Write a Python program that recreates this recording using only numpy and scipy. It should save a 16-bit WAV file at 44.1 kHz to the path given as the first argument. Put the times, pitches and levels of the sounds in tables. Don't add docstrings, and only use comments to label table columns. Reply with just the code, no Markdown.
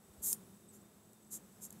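import sys
import numpy as np
from scipy import signal
from scipy.fft import rfft, irfft
from scipy.io import wavfile
from scipy.ndimage import uniform_filter1d

SR = 44100
rng = np.random.default_rng(int(sys.argv[2]) if len(sys.argv) > 2 else 0)


def master(y):
    cut = np.clip(np.atleast_2d(y).T, -1, 1)
    pcm = np.round(cut * 32767)
    wavfile.write(sys.argv[1], SR, pcm.astype(np.int16))


N = 79380

# (frequency [Hz], gain [dB])
ROOM_EQ = [(25, -46.5), (40, -32.5), (55, -9), (100, -4), (250, -6.5), (400, -5.5), (600, -11), (1300, -16),
           (2300, -24.5), (5000, -27), (15000, -26.5)]
# (time [s], level [dB])
ROOM_RIDE = [(0.0, -69.5), (0.324, -64), (0.67, -70.5), (0.736, -67.5), (1.292, -70.5), (1.338, -65.5),
             (1.504, -68), (1.778, -65), (1.8, -70)]
# (frequency [Hz], gain [dB])
HISS_EQ = [(1000, -12.5), (3000, -1.5), (4500, -3.5), (6500, 4.5), (9500, 4.5), (12000, 6.5), (13000, -1.5),
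           (15800, -2)]
# (time [s], level [dB])
HISS_RIDE = [(0, -73.5), (.2, -69), (.55, -70), (.9, -73.5), (1.25, -72), (1.8, -68)]
# (centre [Hz], width [Hz], level [dB], flicker [dB])
WHINE_BANDS = [(3650, 53, -87, 2.5), (7910, 530, -76, 3)]
# (pitch [Hz], width [Hz], relative level [dB])
DRONE_PARTIALS = [(104.2, 15.7, -13.5), (175.3, 19.26, -6.5), (207.9, 29.3, -1.5), (336, 13, -16),
                  (391.7, 15.8, -11.5)]
# (time [s], level [dB])
DRONE_RIDE = [(0.0, -70), (0.194, -71.5), (0.224, -59), (0.54, -61), (0.556, -69), (0.676, -62.5),
              (1.182, -69), (1.318, -61.5), (1.508, -64.5), (1.8, -59.5)]
# (start [s], pitch [Hz], level [dB], length [s])
HANDLING_BUMPS = [(.095, 84.6, -56.5, 0.027), (.177, 69.4, -56.5, 0.042)]
# (start [s], length [s], level [dB])
SQUEAK_SPURTS = [(0.684, 0.014, -57), (.699, 0.0066, -57), (0.704, .013, -57.5)]
# (frequency [Hz], gain [dB])
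CLOTH_EQ = [(60, -63), (300, -16), (1200, -27), (2700, -30.5), (3800, -21.5), (4500, -22.5), (5800, -12.5),
            (6550, -2), (9400, -7), (11000, -1), (13400, -2), (14400, -11.5), (15700, -21.5)]
# (centre [Hz], width [Hz], boost [dB])
CLOTH_RINGS = [(7460, 540, 8), (8620, 290, 9), (11500, 990, -0.5), (12350, 820, -0.5)]
# (frequency [Hz], gain [dB])
HARD_SNAP_EQ = [(1000, -30), (2000, -29), (2550, -17.5), (3400, -22.5), (4400, -7), (6400, -6), (9700, 8),
                (11000, -4), (13500, -2.5), (15800, -4)]
# (start [s], level [dB], decay [s], hardness [0-1])
FIBRE_SNAPS = [(.3292, -19, 0.00083, 0.7), (0.3315, -27.5, 0.001, 0.57), (1.1325, -55.5, 0.0018, 0.4),
               (1.3253, -43.5, .0008, .1), (1.6522, -36, 0.00038, 0), (1.7044, -49, 0.0028, 0),
               (1.7064, -46, 0.0014, 0), (1.7255, -51, 0.0052, 0)]
# (start [s], length [s], level [dB], treble tilt [dB/octave], swell [power of speed])
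BRUSH_STROKES = [(.223, .131, -34.9, 2.5, .9), (.724, .060, -61.5, -2, .7),
                 (1.308, .078, -43.6, -2.5, 1.05), (1.611, .069, -47.3, -3, 1.05)]


def undb(db):
    return 10 ** (np.asarray(db) / 20)


def unit(x):
    return x / np.sqrt(np.mean(x ** 2))


def bins():
    return np.maximum(np.arange(N // 2 + 1) * SR / N, 1)


def shape(points):
    hz, db = np.array(points).T
    return undb(np.interp(np.log(bins()), np.log(hz), db))


def resonance(hz, width):
    return 1 / (1 + ((bins() - hz) / width * 2) ** 2)


def colour(x, gain):
    cep = irfft(np.log(gain + 1e-6), N)
    cep[1:N // 2] *= 2
    cep[N // 2 + 1:] = 0
    return unit(irfft(rfft(x) * np.exp(rfft(cep)), N))


def noise(gain):
    return colour(rng.standard_normal(N), gain)


def walk(rate):
    hold = max(int(SR / rate), 1)
    steps = np.repeat(rng.standard_normal(N // hold + 1), hold)
    return unit(uniform_filter1d(uniform_filter1d(steps, hold), hold)[:N])


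def arch(u):
    return np.sin(np.pi * np.clip(u, 0, 1))


def room_tone(t, trim_db=2.5):
    return noise(shape(ROOM_EQ)) * undb(trim_db + np.interp(t, *np.array(ROOM_RIDE).T))


def microphone_hiss(t):
    return noise(shape(HISS_EQ)) * undb(np.interp(t, *np.array(HISS_RIDE).T))


def whines():
    return sum(noise(resonance(hz, width)) * undb(db + flicker_db * walk(rate=170))
               for hz, width, db, flicker_db in WHINE_BANDS)


def drone(t, tone_share=0.48, wander_per_s=14):
    out = 0
    for hz, width, db in DRONE_PARTIALS:
        pitch = hz + width / 4 * walk(wander_per_s)
        tone = np.sqrt(2) * np.sin(2 * np.pi * np.cumsum(pitch) / SR)
        blur = noise(resonance(hz, 2 * width))
        out += undb(db) * (np.sqrt(tone_share) * tone + np.sqrt(1 - tone_share) * blur)
    return out * undb(np.interp(t, *np.array(DRONE_RIDE).T))


def handling_bumps(t):
    return sum(undb(db) * arch((t - start) / length) * np.sin(2 * np.pi * hz * (t - start))
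               for start, hz, db, length in HANDLING_BUMPS)


def squeak(t, centre_hz=8040, wobble=0.0138):
    pitch = centre_hz * (1 + wobble * walk(rate=380))
    stutter = sum(undb(db) * arch((t - start) / length) for start, length, db in SQUEAK_SPURTS)
    return np.sin(2 * np.pi * np.cumsum(pitch) / SR) * stutter


def room_reverb(send, t, wet_db=-19.5, t60_s=0.18):
    impulse = rng.standard_normal(N) * undb(-60 * t / t60_s)
    impulse /= np.sqrt(np.sum(impulse ** 2))
    return undb(wet_db) * signal.fftconvolve(send, impulse)[:N]


def cloth_response(ring_cut_db=0):
    boost_db = sum(db * resonance(hz, width) for hz, width, db in CLOTH_RINGS)
    low_hz, low_width, _ = CLOTH_RINGS[0]
    return shape(CLOTH_EQ) * undb(boost_db - ring_cut_db * resonance(low_hz, low_width))


def fibre_snaps(t):
    out = 0
    for start, db, decay, hardness in FIBRE_SNAPS:
        burst = rng.choice([-1, 1], N) * (t >= start) * np.exp(-((t - start) / decay) ** 2)
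        eq = shape(HARD_SNAP_EQ) ** hardness * cloth_response() ** (1 - hardness)
        burst_rms = np.sqrt(np.mean(burst ** 2))
        out += undb(db) * burst_rms * colour(burst, eq)
    return out


def brushing(t, slips_per_s=10000, smooth_share=0.39, soft_edge_s=0.017, tilt_from_hz=6100):
    out = 0
    for start, length, db, tilt_db, swell in BRUSH_STROKES:
        sizes = undb(-np.minimum(rng.exponential(size=N), 4))
        slips = unit((rng.random(N) < slips_per_s / SR) * sizes * rng.choice([-1, 1], N))
        friction = np.sqrt(1 - smooth_share) * slips + np.sqrt(smooth_share) * rng.standard_normal(N)
        speed = arch(np.clip((t - start) / length, 0, 1) ** 0.8)
        envelope = uniform_filter1d(speed ** swell, int(soft_edge_s * SR) + 1)
        pressure = undb(db - 0.25 * walk(rate=220))
        tilt = undb(tilt_db * np.log2(np.maximum(bins() / tilt_from_hz, 1)))
        eq = cloth_response(ring_cut_db=0.9 * tilt_db) * tilt
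        out += colour(friction, eq) * envelope * pressure
    return out


def scene():
    t = np.arange(N) / SR
    cloth = brushing(t) + fibre_snaps(t)
    events = cloth + room_reverb(cloth, t) + handling_bumps(t) + squeak(t)
    bed = room_tone(t) + whines() + microphone_hiss(t) + drone(t)
    return (events + bed)[None]


def record(dry):
    cutoff_hz = 15700
    return signal.sosfilt(signal.ellip(12, .1, 80, cutoff_hz, fs=SR, output="sos"), dry)


dry = scene()
out = record(dry)
master(out)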